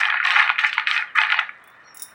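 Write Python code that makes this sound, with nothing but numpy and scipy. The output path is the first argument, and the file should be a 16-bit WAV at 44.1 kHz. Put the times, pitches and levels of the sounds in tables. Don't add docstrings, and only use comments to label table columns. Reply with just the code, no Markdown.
import sys
import numpy as np
from scipy import signal
from scipy.fft import rfft, irfft
from scipy.io import wavfile
from scipy.ndimage import uniform_filter1d, minimum_filter1d

SR = 44100
rng = np.random.default_rng(int(sys.argv[2]) if len(sys.argv) > 2 else 0)


def log_audio(samples):
    frames = np.atleast_2d(samples).T
    limited = np.clip(frames, -1, 1)
    pcm = np.round(limited * 32767).astype(np.int16)
    wavfile.write(sys.argv[1], SR, pcm)


N = 94770

# frequency_hz, level_db
HISS_SPECTRUM = [(30, -16.5), (130, 1.5), (300, -0.5), (700, 3.5), (1400, 10.5), (2200, -20.5),
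                 (3200, -22.5), (5000, -26.5), (9000, -29), (16000, -46)]
# time_s, low_db, middle_db, bright_db, treble_db
RATTLE_ENVELOPE = [(0, -27, -15.5, -21.5, -38), (0.1, -26.5, -14.5, -30, -50),
                   (0.171, -27.5, -18, -31.5, -85), (.228, -80.5, -25, -39, -80),
                   (0.242, -23, -11, -22.5, -41.5), (0.309, -26, -17.5, -16.5, -36),
                   (.38, -20, -7, -17.5, -39), (0.429, -21.5, -14, -18, -43.5),
                   (.485, -31.5, -20.5, -31.5, -53.5), (0.516, -28, -23, -24, -58),
                   (0.576, -84, -34, -61, -80), (0.59, -33, -13.5, -16.5, -36.5),
                   (0.618, -35.5, -22, -24.5, -52), (0.641, -25, -7.5, -18.5, -44),
                   (0.677, -40, -18.5, -22.5, -35.5), (0.718, -81.5, -31, -32.5, -61),
                   (0.736, -70.5, -26, -24.5, -35), (0.761, -84.5, -28.5, -29.5, -70),
                   (0.785, -31, -27, -23, -44.5), (0.821, -47, -19.5, -33.5, -71),
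                   (0.86, -69, -34.5, -39.5, -84), (0.872, -43.5, -15, -20.5, -41),
                   (.92, -33.5, -16, -21.5, -36.5), (.98, -34.5, -16.5, -20, -46.5),
                   (1.031, -35, -23, -52, -56), (1.07, -64.5, -32.5, -59, -96),
                   (1.145, -74, -42.5, -56, -87), (1.156, -69, -13, -29, -48),
                   (1.188, -25.5, -12.5, -25, -41.5), (1.226, -22.5, -16, -21.5, -43.5),
                   (1.286, -38.5, -16.5, -32, -61.5), (1.326, -27, -16, -25.5, -40),
                   (1.371, -23.5, -22.5, -19.5, -71), (1.396, -23.5, -12.5, -42, -37.5),
                   (1.43, -35, -23.5, -40, -85), (1.521, -92, -46, -55.5, -76)]
# frequency_hz, level_db
LOW_BAND = [(330, -69.5), (560, -20), (690, 1), (760, 4), (890, 13.5), (990, -7.5), (1100, 13.5),
            (1400, -49.5)]
MIDDLE_BAND = [(820, -52), (1040, -19.5), (1190, -0.5), (1320, -7), (1800, 6), (2200, -6), (2700, -11.5),
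               (3800, -44)]
BRIGHT_BAND = [(1600, -38), (2500, 11), (3000, 12), (3250, -4.5), (3600, 4.5), (4500, -6), (5000, -18.5),
               (7000, -61)]
TREBLE_BAND = [(3500, -31.5), (5000, 2.5), (6100, -1.5), (6800, -10), (8400, -6.5), (10000, -22.5),
               (11300, -20), (12500, -32), (15500, -17)]
# start_s, level_db, pitch_hz, breadth (under 1 round, over 1 sharp)
KNOCKS = [(0.0136, -10.0, 1850, 0.85), (0.0335, -7.0, 1940, 0.9), (0.0539, -9.0, 1970, 1.15),
          (0.0862, -13.5, 1610, 0.7), (0.1016, -11.0, 1940, 1.15), (0.1245, -13.0, 1640, 0.8),
          (0.1418, -12.0, 1760, 1.0), (0.1716, -14.5, 2150, 0.7), (0.2013, -11.0, 1850, 0.7),
          (0.2284, -13.0, 1850, 0.7), (0.2528, -11.0, 1820, 1.3), (0.272, -11.5, 1970, 1.25),
          (0.3057, -7.0, 2270, 1.05), (0.3574, -12.5, 1880, 0.9), (0.3623, -10.0, 1580, 0.75),
          (0.366, -8.0, 1940, 1.0), (0.3722, -9.5, 1700, 1.1), (0.3975, -6.5, 2000, 1.05),
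          (0.4015, -7.0, 1820, 0.55), (0.4171, -10.0, 1730, 0.95), (0.4271, -10.0, 1640, 1.3),
          (0.4771, -14.0, 1790, 1.15), (0.4938, -6.0, 1880, 1.1), (0.5006, -7.5, 1580, 1.3),
          (0.5583, -19.5, 1880, 0.8), (0.5826, -14.0, 2150, 0.75), (0.5894, -9.5, 2150, 0.9),
          (0.6387, -9.0, 1640, 0.6), (0.647, -5.5, 2060, 0.6), (0.7297, -13.5, 2330, 1.0),
          (0.7804, -7.0, 1790, 1.05), (0.7975, -13.5, 1850, 1.3), (0.8719, -11.0, 2420, 1.0),
          (0.913, -9.5, 2660, 0.95), (0.9644, -12.0, 1970, 0.75), (0.9776, -11.5, 2120, 1.2),
          (1.0237, -15.5, 1850, 0.55), (1.1784, -12.0, 1970, 0.9), (1.1841, -6.5, 2030, 0.55),
          (1.1866, -8.0, 1760, 1.3), (1.2161, -9.0, 2210, 1.05), (1.2354, -11.0, 1970, 1.0),
          (1.2505, -14.0, 2060, 1.0), (1.3021, -11.0, 2210, 0.95), (1.3211, -9.5, 2000, 1.2),
          (1.3246, -8.0, 1970, 1.1), (1.3433, -12.0, 1610, 1.3), (1.39, -8.5, 1970, 0.95),
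          (1.3926, -7.5, 2270, 0.8), (1.4919, -19.0, 1850, 0.6)]
# frequency_hz, level_db
KNOCK_SPECTRUM = [(300, -70), (560, -44), (820, -16), (1250, -3), (1850, 0), (2700, -5), (3700, -21),
                  (4700, -43), (6500, -68), (13000, -90)]
# frequency_hz, level_db
STACK_MODES = [(689, -16.5), (880, -12.5), (1205, 0.5), (1460, 13.5), (1687, -5.5), (1832, -3.5), (1993, 3),
               (2540, 14.5), (2643, -11), (2998, -16), (3532, 2)]
# start_s, length_s, start_hz, end_hz, level_db
HOLLOW_GLIDES = [(.245, .025, 1150, 1050, -26), (.28, .16, 520, 620, -52), (.768, .035, 930, 850, -31),
                 (1.15, .019, 1240, 1160, -23), (1.18, .028, 1030, 810, -29)]
# start_s, level_db, tilt_db_per_octave, ring_db, t60_s (at PIVOT_HZ)
CLINKS = [(.64, -47, -5, -7, .1), (1.154, -45, -14, -14, .07), (1.6396, -47.5, 0, 2.5, .05),
          (1.6748, -41.5, 9, 3, 0.041), (1.699, -53, -4, 5, 0.042), (1.9453, -35, 0.5, 4, 0.21),
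          (1.971, -29, -7.5, -11, 0.19), (1.9962, -28.5, -6.5, -2.5, 0.31), (2.0205, -18, 0.5, 1.5, 0.1),
          (2.03, -29, -11, -3.5, 0.086)]
# frequency_hz, level_db
BANGLE_MODES = [(3704, -16), (5276, -10), (5660, -8), (7020, -10), (8480, -4), (10090, -1), (10270, -4),
                (10720, -8), (10870, -8), (14890, -8), (15400, -6), (15730, -3)]
# frequency_hz, level_db
TICK_SPECTRUM = [(900, -75), (2500, -43), (4700, -21.5), (5400, -7), (7500, -4.5), (8500, -6), (9400, -1),
                 (10200, 7), (11200, -11), (12500, -24.5), (14500, -10), (15700, 13)]
# start_s, length_s, start_hz, end_hz, level_db
SINGING_GLIDES = [(1.03, 0.12, 3700, 2500, -52), (1.52, 0.35, 3130, 3800, -63.5),
                  (1.81, .17, 5730, 5470, -53), (1.8, .14, 4350, 4250, -63)]

KNOCK_HZ, CHATTER_S, CHATTER_DB = 1850, .0014, -3.5
PIVOT_HZ = 9900


def undb(db):
    return 10 ** (np.asarray(db) / 20)


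def unit(x):
    return x / np.sqrt(np.sum(x ** 2))


def seconds(length_s):
    return np.arange(int(length_s * SR)) / SR


def add(out, start_s, x):
    i = max(int(start_s * SR), 0)
    out[i:i + len(x)] += x[:max(N - i, 0)]


def through(x, response):
    return signal.fftconvolve(x, response)[:len(x)]


def colour(spectrum, size=2048):
    hz, db = np.array(spectrum, float).T
    f = np.maximum(np.fft.rfftfreq(size, 1 / SR), 1)
    roll_off = np.minimum(hz[-1] / f, 1) ** 3
    magnitude = roll_off * undb(np.interp(np.log(f), np.log(hz), db))
    cepstrum = irfft(np.log(magnitude))
    cepstrum[1:size // 2] *= 2
    cepstrum[size // 2 + 1:] = 0
    return unit(irfft(np.exp(rfft(cepstrum))))


def signs(count):
    return rng.choice([-1, 1], count)


def ring(modes, t60_s, gains, detune=0, damping=0):
    t = seconds(.5)
    out = np.zeros(len(t))
    tunings = 1 + detune * rng.standard_normal(len(modes))
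    for (hz, db), gain, tuning in zip(modes, gains, tunings):
        decay = np.exp(-np.log(1000) * t / t60_s * (hz / PIVOT_HZ) ** damping)
        out += gain * undb(db) * decay * np.sin(2 * np.pi * hz * tuning * t)
    return out


def burst(decay_s):
    t = seconds(.5)
    return rng.standard_normal(len(t)) * np.exp(-t / decay_s)


def room_hiss(level_db=-53):
    return undb(level_db) * through(rng.standard_normal(N), colour(HISS_SPECTRUM))


def ringing_contacts(rate_per_s=900, low_hz=700, high_hz=12000, decay_s=.011):
    out, t = np.zeros(N), seconds(.097)
    for when, pitch in rng.random((int(rate_per_s * N / SR), 2)):
        hz = low_hz * (high_hz / low_hz) ** pitch
        add(out, when * N / SR, np.sqrt(hz) * np.exp(-t / decay_s) * np.sin(2 * np.pi * hz * t))
    return out / np.std(out)


def rattle(rate_per_s=900, spread_db=4, ringing_db=-3, edge_db=18, grit_s=.007, grit_db=4, gain_db=-4.5):
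    strengths = undb(spread_db * np.minimum(rng.exponential(size=N), 3.5))
    impulses = (rng.random(N) < rate_per_s / SR) * strengths * signs(N)
    contacts = (impulses / np.std(impulses) + undb(ringing_db) * ringing_contacts()) / 2
    edges = np.zeros(N)
    for start_s, level_db, _, _ in KNOCKS:
        add(edges, start_s, undb(edge_db + level_db / 2) * unit(burst(CHATTER_S)))
    flicker = uniform_filter1d(rng.standard_normal(N), int(grit_s * SR))
    grit = contacts * undb(grit_db * flicker / np.std(flicker))
    drives = (contacts, contacts, contacts, grit + edges)
    bands = (LOW_BAND, MIDDLE_BAND, BRIGHT_BAND, TREBLE_BAND)
    time_s, *band_levels = np.array(RATTLE_ENVELOPE).T
    out, t = np.zeros(N), np.arange(N) / SR
    for drive, band, levels_db in zip(drives, bands, band_levels):
        envelope = undb(np.interp(t, time_s, levels_db) + gain_db)
        out += through(drive * envelope, colour(band))
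    return out


def knocks():
    out = np.zeros(N)
    impact_gain = np.sqrt(SR / 1000)
    for start_s, level_db, pitch_hz, breadth in KNOCKS:
        onset = 1 - np.exp(-seconds(.5) / CHATTER_S)
        force = undb(CHATTER_DB) * unit(burst(CHATTER_S) * onset)
        force[0] += 1
        spectrum = [(pitch_hz * (hz / KNOCK_HZ) ** (breadth if hz > KNOCK_HZ else min(breadth, 1)), db)
                    for hz, db in KNOCK_SPECTRUM]
        add(out, start_s, undb(level_db) * impact_gain * through(force[:2048], colour(spectrum)))
    return out


def pressed_stack(drive, body_db=-18, shimmer_db=-21, shimmer_hz=(3067, 11550)):
    body = unit(ring(STACK_MODES, t60_s=.07, gains=signs(len(STACK_MODES))))
    high_modes = [(hz, 0) for hz in np.geomspace(*shimmer_hz, 2 * len(STACK_MODES))]
    shimmer = unit(ring(high_modes, t60_s=.25, gains=signs(len(high_modes)), detune=.021))
    return drive + through(drive, undb(body_db) * body + undb(shimmer_db) * shimmer)


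def rubbed_resonances(glides, width_hz, swell_power):
    out = np.zeros(N)
    lowpass = signal.butter(2, width_hz / 2, fs=SR, output="sos")
    for start_s, length_s, start_hz, end_hz, level_db in glides:
        t = seconds(length_s)
        noise = rng.standard_normal(N) + 1j * rng.standard_normal(N)
        grain = signal.sosfilt(lowpass, noise)[-len(t):]
        pitch_hz = start_hz + (end_hz - start_hz) * t / length_s
        tone = (grain * np.exp(2j * np.pi * np.cumsum(pitch_hz) / SR)).real
        envelope = np.sin(np.pi * t / length_s) ** swell_power
        add(out, start_s, undb(level_db) * envelope * tone / np.std(tone))
    return out


def clinks(bangles=3, scatter_db=2.5, tick_s=.0048, glass_db=-16.5):
    out = np.zeros(N)
    octaves = np.log2(np.array(BANGLE_MODES)[:, 0] / PIVOT_HZ)
    for start_s, level_db, tilt, ring_db, t60_s in CLINKS:
        gains = undb(tilt * octaves + scatter_db * rng.standard_normal(len(octaves)))
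        rings = sum(ring(BANGLE_MODES, t60_s, gains * signs(len(gains)), detune=.007, damping=.7)
                    for _ in range(bangles))
        rings *= undb(glass_db + ring_db) / np.sqrt(bangles)
        spectrum = [(hz, db + tilt * np.log2(hz / PIVOT_HZ)) for hz, db in TICK_SPECTRUM]
        tick = through(burst(tick_s), colour(spectrum))
        add(out, start_s, undb(level_db) * (rings + tick))
    return out


def kitchen(x, wet_db, t60_s=.28, delay_s=.005, linger_t60_s=1.3, linger_db=-38):
    onset = np.clip(seconds(.5) / delay_s - 1, 0, 1)
    tail = unit(burst(t60_s / np.log(1000)) * onset)
    slow_decay = np.exp(-np.log(1000) * np.arange(N) / SR / linger_t60_s)
    linger = unit(through(rng.standard_normal(N), colour(MIDDLE_BAND)) * slow_decay)
    return x + undb(linger_db) * through(x, linger) + undb(wet_db) * through(x, tail)


def scene():
    loose = clinks() + rubbed_resonances(SINGING_GLIDES, width_hz=110, swell_power=4)
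    mix = kitchen(loose, wet_db=-12) + room_hiss()
    clatter = knocks() + rubbed_resonances(HOLLOW_GLIDES, width_hz=70, swell_power=.63) + rattle()
    mix += kitchen(pressed_stack(clatter), wet_db=-12.5)
    return mix[None]


def record(dry, ceiling=.85, limiter_s=.002, cutoff_hz=15900):
    size = int(limiter_s * SR)
    gain = minimum_filter1d(ceiling / np.maximum(np.abs(dry), ceiling), 2 * size)
    smooth_gain = uniform_filter1d(uniform_filter1d(gain, size), size)
    lowpass = signal.ellip(10, .2, 70, cutoff_hz, fs=SR, output="sos")
    return signal.sosfilt(lowpass, dry * smooth_gain)


dry = scene()
out = record(dry)
log_audio(out)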